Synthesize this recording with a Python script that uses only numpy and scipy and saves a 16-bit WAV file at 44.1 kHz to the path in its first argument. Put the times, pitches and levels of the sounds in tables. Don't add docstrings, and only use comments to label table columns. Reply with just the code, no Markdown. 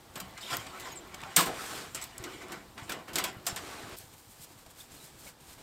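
import sys
import numpy as np
from scipy import signal
from scipy.fft import rfft, irfft, next_fast_len
from scipy.io import wavfile
from scipy.ndimage import uniform_filter1d

SR = 44100
rng = np.random.default_rng(int(sys.argv[2]) if len(sys.argv) > 2 else 0)


def magnitude_from_level(level_db):
    exponent = np.asarray(level_db, float) / 20
    return 10 ** exponent


def master_out(mix):
    frames = np.transpose(np.atleast_2d(mix))
    ceiling = np.clip(frames, -1, 1)
    pcm = np.round(ceiling * 32767).astype(np.int16)
    wavfile.write(sys.argv[1], SR, pcm)


N = 248179

# f/Hz, density/dB per Hz
STEEL_SPECTRUM = [(71, -34), (120, -8), (170, 0.5), (237, 2.5), (358, -3.5), (540, -1.5), (832, 2),
                  (922, -2.5), (1260, -1), (4600, -8.5), (8020, -9.5), (10500, -13), (14000, -14),
                  (15500, -16), (16500, -35)]


def evened(x):
    return x / np.sqrt(np.mean(x ** 2) + 1e-20)


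def read(points, hz):
    f, value = np.transpose(points)
    return np.interp(np.log(hz + 1), np.log(f + 1), value)


def add(mix, s, sound):
    part = mix[round(s * SR):][:len(sound)]
    part += sound[:len(part)]


def strokes(rows):
    stroke_db = 24.5
    dulling = 0.18
    s, level_db, rise, fall, tilt = np.transpose(rows)[:, :, None]
    t = np.arange(max(s.min() - .12, 0), min(s.max() + .3, N / SR), .001)
    lost_db = stroke_db * np.maximum((s - t) / abs(rise), (t - s) / abs(fall))
    power = magnitude_from_level(2 * (level_db - lost_db)) + 1e-14
    total = power.sum(0)
    dulled = tilt - dulling * np.minimum(lost_db, 30)
    return np.c_[t, 10 * np.log10(total), (power * dulled).sum(0) / total]


def grains(size, per_s, spread_db, hiss):
    hit = rng.random(size) < per_s / SR
    big = np.minimum(rng.exponential(1, size), 4)
    noise = rng.standard_normal((2, size))
    clicks = hit * magnitude_from_level(spread_db * big) * np.sign(noise[0])
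    return evened(clicks) + hiss * noise[1]


def shaped(x, colour, tilt, patchy_db):
    hz, t, z = signal.stft(x, SR, nperseg=512, noverlap=384)
    patches = uniform_filter1d(rng.standard_normal(z.shape), 6, 0)
    patches = evened(uniform_filter1d(patches, 14, 1))
    z = z * magnitude_from_level(read(colour, hz)[:, None] + patchy_db * patches)
    z = z / np.sqrt(2 * np.mean(np.sum(abs(z[12:70]) ** 2, 0)) / 1.5)
    octaves = np.log2((hz[:, None] + 200) / 2500)
    slope_db = np.interp(t, np.arange(len(x)) / SR, tilt) * octaves
    return signal.istft(z * magnitude_from_level(slope_db), SR, nperseg=512, noverlap=384)[1][:len(x)]


def rub(tables, colour, per_s, spread_db, hiss, patchy_db, bodies=([1.],)):
    out = np.zeros(N)
    for rows in tables:
        s, level_db, tilt = np.transpose(rows)
        t = np.arange(s[0], s[-1], 1 / SR)
        drive = np.zeros(len(t))
        for body in bodies:
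            drive += signal.oaconvolve(grains(len(t), per_s, spread_db, hiss), body)[:len(t)]
        sound = shaped(drive, colour, np.interp(t, s, tilt), patchy_db)
        ends = signal.windows.tukey(len(t), min(800 / len(t), 1))
        add(out, s[0], sound * magnitude_from_level(np.interp(t, s, level_db)) * ends)
    return out


def air():
    # f/Hz, density/dB per Hz
    hush_spectrum = [(13, -33), (22, -24), (289, -3), (628, -9.5), (702, -9), (762, -4.5), (1330, -11.5),
                     (2310, -16), (3910, -15.5), (5450, -18.5), (13200, -23), (15200, -23), (16500, -42)]
    hush_db, hush_drop_db = -56, -4
    roar_db, roar_drop_db, roar_top_hz = -59.5, -5, 152
    change_s = 3.96
    hz, _, z = signal.stft(rng.standard_normal(N), SR, nperseg=2048)
    z = z * magnitude_from_level(read(hush_spectrum, hz))[:, None]
    hush = evened(signal.istft(z, SR, nperseg=2048)[1][:N])
    low_band = signal.butter(2, [38, roar_top_hz], "band", fs=SR)
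    roar = evened(signal.lfilter(*low_band, rng.standard_normal(N)))
    lumps = evened(uniform_filter1d(rng.standard_normal(N), 2000))
    after = np.clip((np.arange(N) / SR - change_s) / 0.0067, 0, 1)
    hush *= magnitude_from_level(hush_db + hush_drop_db * after)
    return hush + magnitude_from_level(roar_db + 2.4 * lumps + roar_drop_db * after) * roar


def tent(x):
    t60 = .16
    t = np.arange(SR // 4) / SR
    tail = rng.standard_normal(len(t)) * magnitude_from_level(-60 * t / t60) * (t > .004)
    tail = signal.lfilter(*signal.butter(1, 6000, fs=SR), tail)
    return signal.fftconvolve(x, tail / np.linalg.norm(tail))[:N]


def dough():
    # peak t/s, level/dB, rise/s, fall/s, tilt/dB per octave
    kneading = [(3.97, -55.5, 0.017, 0.32, 1.5), (4.0, -57, .015, 0.18, -2), (4.19, -63, 0.11, 0.17, 1),
                (4.14, -57.5, 0.08, 0.037, -1), (4.31, -64, 0.05, 0.17, 3), (4.415, -65, 0.037, 0.092, 6),
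                (4.29, -70, 0.74, 0.78, 7), (4.446, -54, 0.13, 0.02, 2.5), (4.52, -59.5, 0.62, 0.25, -2),
                (4.588, -60, 0.054, 0.31, -1), (4.664, -55, 0.01, .03, -2), (4.71, -56.5, 0.04, 0.036, 0.3),
                (4.804, -54, 0.13, 0.14, 0.5), (4.912, -59, .02, .1, -1), (4.945, -56, 0.17, 0.24, -1.5),
                (5.05, -56.5, 0.27, 0.2, 0.5), (5.28, -53, 0.36, 0.089, -1.1), (5.2, -64.5, 0.066, 0.12, 8),
                (5.295, -59.5, 0.089, .06, 3), (5.41, -60.5, 0.055, .2, -1), (5.49, -56, 0.15, 0.28, -1),
                (5.535, -57, .1, .05, 0), (5.59, -57, 0.057, 0.43, -3)]
    # f/Hz, density/dB per Hz
    skin = [(180, -9), (300, -6.5), (1450, -9.5), (1630, -7.5), (1870, -11.5), (2240, -9), (2610, -9.5),
            (8440, -7), (14900, -9.5), (15700, -15), (16500, -39)]
    return rub([strokes(kneading)], skin, per_s=3000, spread_db=0.5, hiss=0.79, patchy_db=-0.5)


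def sleeve():
    # t/s, level/dB, tilt/dB per octave
    sweeps = [
        [(1.46, -47, -6), (1.55, -44, -1), (1.62, -43.5, 1.5), (1.78, -43, 1), (1.86, -48.5, -0.4),
         (1.93, -60, 0.5)],
        [(3.48, -48, 1), (3.56, -51.5, 0), (3.7, -46.5, 0.1), (3.86, -49.5, -1), (3.92, -49, -0.5),
         (3.965, -50, -0.5)],
    ]
    # f/Hz, density/dB per Hz
    cloth = [(59, -32), (100, -5.5), (427, 4), (507, -6), (745, 2.5), (963, -2.5), (1120, 1), (1870, -3.5),
             (8150, -12), (15100, -20), (16500, -40)]
    return rub(sweeps, cloth, per_s=5900, spread_db=1.5, hiss=0.85, patchy_db=1.3)


def thumps():
    # t/s, peak/dB, f/Hz, t60/s
    knocks = [(0.168, -29, 197, 0.027), (0.214, -42.5, 190, 0.45), (0.521, -36.5, 133, 0.14),
              (0.58, -44, 110, 0.12), (1.375, -26.5, 169, 0.2), (1.878, -47, 97, .08),
              (2.2, -28, 99, 0.032), (2.568, -43, 188, 0.19), (2.822, -31, 106, 0.04),
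              (3.138, -45, 160, 0.22), (3.367, -27, 119, 0.023), (3.526, -24.5, 104, 0.025),
              (3.836, -36.5, 103, 0.059), (4.27, -49.5, 104, 0.11), (4.039, -37.5, 139, 0.038),
              (4.398, -39, 142, 0.043), (5.035, -44.5, 150, 0.082), (5.262, -44.5, 200, .05)]
    out, t = np.zeros(N), np.arange(8000) / SR
    for s, db, hz, t60 in knocks:
        swell = 1 - np.exp(-t / 0.0032)
        add(out, s, magnitude_from_level(db - 60 * t / t60) * np.sin(2 * np.pi * hz * t) * swell)
    return out


def snaps():
    # t/s, peak/dB, centre f/Hz
    crackle = [(.2824, -41, 15500), (.2964, -43, 15500), (.3094, -40, 15300), (.5695, -16, 14000),
               (1.0744, -40, 15100), (1.0994, -44, 15100), (1.3651, -9, 13500), (1.3896, -18, 13500),
               (1.408, -15, 13000), (1.427, -22, 14800), (1.4596, -30, 13500), (2.181, -31, 14500),
               (3.3312, -42, 13500), (3.3438, -46, 12700), (3.3722, -44, 13000), (3.3846, -46, 12900),
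               (3.430, -48, 13400), (3.8944, -36, 15100), (3.9865, -25, 13500)]
    # t/s, peak/dB, centre f/Hz
    ticks = [(0.338, -41.5, 3320), (.531, -27, 3180), (0.5693, -24, 6500), (0.667, -36, 4500),
             (1.1447, -29, 3160), (1.1817, -41, 2200), (1.2048, -34, 3000), (1.2165, -38, 7800),
             (1.236, -28.5, 1920), (2.1808, -26, 8130), (2.4836, -39, 7600), (2.7796, -34, 2400),
             (2.8948, -31, 3250), (2.9193, -28, 3300), (3.399, -44, 4000), (4.6638, -46, 5380),
             (4.7032, -44, 7770), (5.27, -41, 3000)]
    # t/s, peak/dB, t60/s
    latch = [
        (1.3629, -10, .012),
        (1.365, -5.5, .022),
        (1.947, -24.5, .12),
        (2.0145, -33, .08),
        (2.832, -42, .25),
        (3.4667, -20, .1),
        (3.4695, -22, .03),
        (3.562, -27, .015),
    ]
    rows = [(*row, 0.0041) for row in crackle]
    rows += [(*row, 0.019) for row in ticks]
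    rows += [(s, db, 7400, t60) for s, db, t60 in latch]
    out, t = np.zeros(N), np.arange(2000) / SR
    for s, db, hz, t60 in rows:
        snap = rng.standard_normal(len(t)) * magnitude_from_level(-60 * t / t60)
        snap[0] = 6
        for _ in range(1 + (hz > 10000)):
            snap = signal.lfilter(*signal.iirpeak(min(hz, 15500), 2.2, SR), snap)
        add(out, s, magnitude_from_level(db) * snap / abs(snap).max())
    return out


def squeaks():
    # t/s, peak/dB, pitch f/Hz, length/s, octave level/dB
    slips = [(.365, -47, 2050, .03, -12), (.42, -46, 3650, .085, -25), (.73, -46, 1300, .07, -25),
             (.86, -42, 1030, .06, -14), (.916, -42, 6680, .025, -7), (1.47, -37, 780, .055, -12),
             (.957, -43, 8020, .022, -18), (.967, -43, 7400, .038, -22), (1.224, -43, 900, .035, -25),
             (1.255, -45, 780, .06, -25), (1.59, -41, 1300, .045, -25), (2.27, -45, 1500, .025, -4),
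             (2.335, -53, 3250, .035, -25), (3.156, -31, 7900, .012, -30), (3.467, -32, 4850, .008, -25),
             (3.47, -39, 7350, .055, -30), (3.468, -40, 8050, .02, -30), (3.492, -43, 5380, .03, -25),
             (4.803, -43, 3600, .022, -25), (4.965, -60, 4270, .045, -25), (5.0, -56, 3950, .075, -25),
             (5.265, -49, 2200, .03, -25)]
    out = np.zeros(N)
    for s, db, hz, length, octave_db in slips:
        t = np.arange(0, length, 1 / SR)
        wobble = evened(uniform_filter1d(rng.standard_normal(4000), 90))[:len(t)]
        pitch = hz * (1 + .005 * wobble) + 28 * wobble
        turn = 2 * np.pi * np.cumsum(pitch) / SR
        shape = (1 - np.exp(-t / .002)) * np.cos(np.pi / 2 * t / length) * (1 + .5 * wobble[::-1])
        add(out, s, magnitude_from_level(db) * shape * (np.sin(turn) + magnitude_from_level(octave_db) * np.sin(2 * turn)))
    return out


def gap_whistle():
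    # t/s, level/dB, pitch f/Hz
    squeeze = [
        (1.368, -40, 1600),
        (1.382, -29, 1380),
        (1.395, -27, 1230),
        (1.408, -28, 1060),
        (1.42, -40, 980),
    ]
    width_hz = 80
    s, level_db, hz = np.transpose(squeeze)
    t = np.arange(s[0], s[-1], 1 / SR)
    low_pass = signal.butter(1, width_hz / 2, fs=SR)
    slow = signal.lfilter(*low_pass, rng.standard_normal((2, 4000)))[:, -len(t):]
    turn = 2 * np.pi * np.cumsum(np.interp(t, s, hz)) / SR
    whistle = evened((evened(slow[0]) + 1) * np.cos(turn) + evened(slow[1]) * np.sin(turn))
    out = np.zeros(N)
    add(out, s[0], magnitude_from_level(np.interp(t, s, level_db)) * whistle * signal.windows.tukey(len(t), .2))
    return out


def struck_modes():
    # t/s, peak/dB, f/Hz, t60/s
    struck = [(.176, -43, 13000, .04), (0.176, -38, 586, 0.026), (.2005, -41, 14300, .05),
              (.43, -38.5, 3130, 0.067), (0.4643, -40, 3240, 0.054), (.506, -39, 2780, .03),
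              (.518, -40, 3300, .04), (.533, -36, 3200, .08), (.574, -40, 1280, .03),
              (.593, -43, 3200, .12), (1.37, -29, 1690, .2), (1.3645, -14, 7410, .022),
              (1.3648, -15, 9120, .02), (1.3648, -14, 13000, .022), (1.42, -36, 986, 0.2),
              (1.372, -37, 475, 0.38), (1.375, -36, 297, 0.25), (1.364, -31.5, 670, 0.18),
              (1.4, -38, 1630, .3), (1.49, -37, 599, 0.15), (2.022, -39, 7780, 0.089),
              (2.023, -45, 13500, .04), (2.073, -51, 13500, .015), (2.226, -51, 12600, .03),
              (2.779, -26, 3000, 0.0035), (2.8943, -34, 1660, 0.044), (2.8965, -41.5, 3490, 0.11),
              (2.92, -32.5, 1400, 0.03), (2.92, -41, 3430, 0.093), (3.1825, -27.5, 2090, 0.064),
              (3.1835, -34, 7900, 0.07), (3.182, -37, 3130, .08), (3.1828, -33, 14000, .04),
              (3.2385, -38, 3290, 0.21), (3.2393, -32, 7900, 0.036), (3.2393, -32, 13000, .03),
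              (3.239, -39, 1280, .04), (3.3496, -55, 14500, 0.0091), (3.3616, -62.5, 9200, 0.014),
              (3.358, -58, 2870, 0.16), (3.3978, -49, 2500, 0.0074), (3.466, -27, 13900, .02),
              (3.4668, -34, 4920, 0.057), (3.4673, -33.5, 686, 0.045), (3.483, -31, 12500, .012),
              (3.5474, -58, 12700, .015), (3.5625, -36, 13600, .02), (3.987, -39.5, 8300, 0.014),
              (4.661, -52.5, 654, 0.089), (4.92, -49, 7400, .03)]
    # t/s, peak/dB, f/Hz, t60/s
    soft = [(3.12, -38.5, 70, 0.14), (3.209, -44, 90, 0.13), (3.29, -44, 75, .12), (3.68, -51, 69, 0.088),
            (3.98, -45, 90, 0.074), (4.1, -47, 80, 0.092), (4.29, -44, 220, 0.052),
            (4.504, -47.5, 336, 0.055), (4.56, -46, 109, 0.088), (4.59, -52, 300, 0.067),
            (4.91, -44, 90, .08), (4.94, -46, 289, 0.072), (4.98, -44, 90, .06), (5.115, -37, 152, 0.043),
            (5.19, -56, 7500, .04), (5.262, -47, 567, .05), (5.268, -49, 920, .05), (5.41, -43, 140, .05),
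            (5.49, -48, 90, .06), (5.53, -48, 100, 0.051), (5.59, -59, 220, .06)]
    # t/s, peak/dB, f/Hz, t60/s
    left_ringing = [(.37, -48, 1606, .16), (.374, -46, 2340, 0.16), (.409, -42, 4500, .05),
                    (.411, -47, 5050, .1), (.488, -43, 1020, .08), (1.366, -31, 5200, 0.13),
                    (1.368, -26, 8300, 0.23), (1.392, -30, 330, 0.13), (1.452, -29.5, 1040, .12),
                    (1.495, -33, 723, .12), (2.896, -44, 2342, .15), (3.157, -25, 5030, 0.021),
                    (3.156, -39, 2990, .09), (3.158, -31, 297, .1), (3.188, -34, 1300, 0.073),
                    (3.25, -34.5, 994, 0.12), (3.725, -43, 1120, 0.1), (3.798, -50, 350, 0.073)]
    out, t = np.zeros(N), np.arange(8000) / SR
    for rows, neighbour in [(struck + soft, .4), (left_ringing, 0)]:
        for s, db, hz, t60 in rows:
            tone = np.sin(2 * np.pi * hz * t)
            tone += neighbour * np.sin(2 * np.pi * hz * rng.uniform(.95, 1.05) * t)
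            add(out, s, magnitude_from_level(db - 60 * t / t60) * tone * (1 - np.exp(-t * hz / 2)))
    return out


def latch_slide():
    # peak t/s, level/dB, rise/s, fall/s, tilt/dB per octave
    slide = [
        (3.46, -52.5, 0.044, .02, 0.93),
    ]
    return rub([strokes(slide)], STEEL_SPECTRUM, per_s=1300, spread_db=0.0, hiss=0.4, patchy_db=1.0)


def moan():
    # peak t/s, level/dB, rise/s, fall/s
    drags = [
        (.16, -53, 0.023, 0.11),
        (.56, -60, .1, .4),
        (.8, -58, .12, .3),
        (1.03, -53, 0.69, 0.25),
        (2.256, -46, 0.14, 0.35),
        (2.43, -51.5, 0.36, 0.17),
        (2.538, -48.5, 0.13, 0.091),
        (2.932, -48.5, 0.12, 0.071),
        (3.174, -41.5, 0.1, 0.24),
        (3.451, -55, 0.018, 0.026),
    ]
    mode_hz, width_hz = 350, 57
    hum = signal.lfilter(*signal.iirpeak(mode_hz, mode_hz / width_hz, SR), rng.standard_normal(N))
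    s, level_db, _ = strokes([(*row, 0) for row in drags]).T
    return evened(hum) * magnitude_from_level(np.interp(np.arange(N) / SR, s, level_db))


def sheet(count=520):
    # f/Hz, t60/s
    decay = [(150, 0.76), (500, 0.7), (1200, 0.49), (3000, 0.66), (7500, 0.35), (14000, 0.31)]
    # f/Hz, rise/s
    swing_up = [
        (200, 0.045),
        (1200, 0.01),
        (3000, 0.0017),
        (8000, 0.00077),
    ]
    # f/Hz, level above the rest/dB
    strong = [(190, 6), (355, 5), (1032, 6), (1088, 5), (1224, 3), (2990, 3), (3780, 3), (5300, 4),
              (7040, 3), (7380, 5), (7900, 4), (8270, 3), (12300, 2), (12570, 3)]
    strong_hz, strong_db = np.transpose(strong)
    even_hz = np.linspace(130, 16900, count) + rng.uniform(-14, 14, count)
    hz = np.r_[strong_hz, even_hz][:, None]
    t60 = read(decay, hz) * rng.uniform(1.0, 1.02, hz.shape)
    t = np.arange(SR // 4) / SR
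    ring = np.exp((2j * np.pi * hz - np.log(1000) / t60) * t)
    ring = ring * (1 - np.exp(-t / read(swing_up, hz)))
    return hz[:, 0], np.r_[strong_db, np.zeros(count)], ring


def steel(count=3):
    # t/s, peak/dB, door body/dB, hard edge/dB, t60 left by glove and frame/s
    blows = [(0.138, -50, -2, 12.5, 0.18), (0.156, -26, 12.5, -6, 0.096), (0.2007, -24, 6, 4.5, 0.062),
             (0.376, -24.5, 5.5, -12, 0.1), (0.4126, -30, -8.5, -10, 0.26), (0.529, -36, 8.5, 5, 0.85),
             (0.798, -25.5, -8.5, 2.5, 0.29), (1.144, -38, -10, 11, 0.089), (1.948, -19.5, -15.5, -3, 0.24),
             (2.0132, -33, 15, -8, 0.11), (2.024, -26.5, -8, 4, 0.091), (2.0397, -23.5, -19, 10, 0.091),
             (2.2389, -12.5, -13, -9, 0.087), (2.5194, -31.5, 16, 1, 0.1), (2.7796, -51, -4, -14, 0.18),
             (2.8943, -28, 7, 6, 0.18), (2.9199, -21.5, 6, -2, 0.098), (3.0832, -42.5, 8, 6, 0.23),
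             (3.132, -32.5, 8, 3.5, 0.34), (3.1564, -2.5, -21, -4.5, 0.24), (3.1834, -14, 3.5, 3, 0.091),
             (3.2397, -12.5, -6, 2, 0.11), (3.4652, -16, 0, -3, 0.33), (3.5609, -19, 4.5, -7.5, 0.23)]
    # t/s, peak/dB, door body/dB, hard edge/dB, t60/s
    slam = [
        (1.3628, -5, -6, 5, .06),
        (1.3652, -8.5, -3, 9, .45),
        (1.379, -20, 3, 3, .2),
        (1.3894, -16, 5, 4, .25),
        (1.4078, -17, 0, 7, .2),
        (1.427, -26, 0, 6, .15),
        (1.4594, -25, 6, 3, .3),
        (1.48, -35, 10, -5, .25),
    ]
    # peak t/s, level/dB, rise/s, fall/s, tilt/dB per octave
    scrapes = [(.162, -46, 0.019, 0.3, -3.5), (.4, -64, 0.033, 0.34, 0), (.49, -47, 0.2, 0.065, 1),
               (.415, -49, .02, 0.18, 0.5), (.46, -51.5, 0.095, 0.17, -5.5), (.51, -36, 0.037, 0.16, -2),
               (.537, -35, 0.075, 0.096, -3), (.6, -49.5, 0.06, 0.21, 2.5), (.668, -42, 0.017, 0.035, -4),
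               (.78, -48.5, 1, 0.79, -4), (.868, -43.5, 0.079, 0.16, -3),
               (1.146, -41.5, 0.0094, 0.021, -3.5), (1.24, -48, 0.34, 0.39, -5),
               (1.32, -49.5, 0.15, 0.47, -4), (1.95, -44, 0.0092, 0.24, -5), (2.025, -50, 0.28, 0.25, 1.2),
               (2.2, -53, 0.22, 0.24, -4), (2.241, -46, 0.0067, 0.2, -4.5), (2.34, -48, 0.26, 0.2, -3),
               (2.422, -47, 0.054, 0.08, -2.5), (2.528, -43.5, 0.13, 0.15, -6.5),
               (2.545, -53, .05, .12, 5.5), (2.782, -43.5, 0.017, 0.13, -4.5), (2.88, -49, .02, 0.11, -3),
               (2.898, -41.5, 0.016, 0.11, -6.5), (2.94, -44.5, 0.068, 0.18, -6.5),
               (3.082, -44.5, 0.012, 0.12, -7.5), (3.158, -41, 0.004, 0.27, -8),
               (3.2, -35.5, .03, 0.11, -3), (3.242, -35.5, 0.0071, 0.11, -1.5),
               (3.29, -42.5, 0.12, 0.071, -5)]
    hz, strong_db, modes = sheet()
    steel_db = read(STEEL_SPECTRUM, hz)
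    s, db, body_db, edge_db, t60 = np.transpose(blows + slam)[:, :, None]
    t, out = np.arange(modes.shape[1]) / SR, np.zeros(N)
    spread, phase = rng.standard_normal((count + len(s), len(hz), 2)).transpose(2, 0, 1)
    shares = magnitude_from_level(3.3 * spread - .8) * np.exp(10j * phase)
    body_share = read([(900, 0.96), (3500, 0.45)], hz)
    edge_share = read([(8000, 0.42), (12000, 1)], hz)
    mode_db = steel_db + 0.59 * strong_db + body_db * body_share + edge_db * edge_share
    rings = ((shares[count:] * magnitude_from_level(mode_db)) @ modes).real
    rings /= np.sqrt(np.sum(magnitude_from_level(2 * steel_db)))
    crack_db = 5 - 0.65 * body_db
    crack = 1 + magnitude_from_level(crack_db) * np.exp(-t / 0.00093)
    fades = magnitude_from_level(db - 9.0 - 60 * t / t60) * crack
    for start, sound in zip(s[:, 0], fades * rings):
        add(out, start, sound)
    held = (shares[:count] @ modes[:, :3000]).real * magnitude_from_level(-60 * t[:3000] / .08)
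    return out + rub([strokes(scrapes)], STEEL_SPECTRUM, per_s=1600, spread_db=3.0, hiss=0.51,
                     patchy_db=2.3, bodies=held)


def scene():
    near = steel() + moan() + squeaks() + snaps() + thumps() + sleeve() + dough()
    tail = magnitude_from_level(-19) * tent(near)
    return (near + tail + air() + struck_modes() + gap_whistle() + latch_slide())[None]


def top_cut(x):
    return signal.sosfilt(signal.butter(12, 17010, fs=SR, output="sos"), x)


def record(dry):
    # f/Hz, gain/dB
    housing = [
        (3000, -0.5),
        (5000, 0),
        (6200, -2),
        (7600, 1.5),
        (9000, 0.5),
        (10600, -4.5),
        (12800, 0.5),
        (15000, -2.5),
    ]
    edge_hz, leak_db = 15850, -32
    size = next_fast_len(N)
    hz = np.fft.rfftfreq(size, 1 / SR)
    edge_db = np.interp(hz, [edge_hz, edge_hz + 200, 16800, 17000], [0, leak_db, leak_db - 8, -100])
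    heard = irfft(rfft(dry, size) * magnitude_from_level(read(housing, hz) + edge_db), size)[:, :N]
    return top_cut(heard)


dry = scene()
out = record(dry)
master_out(out)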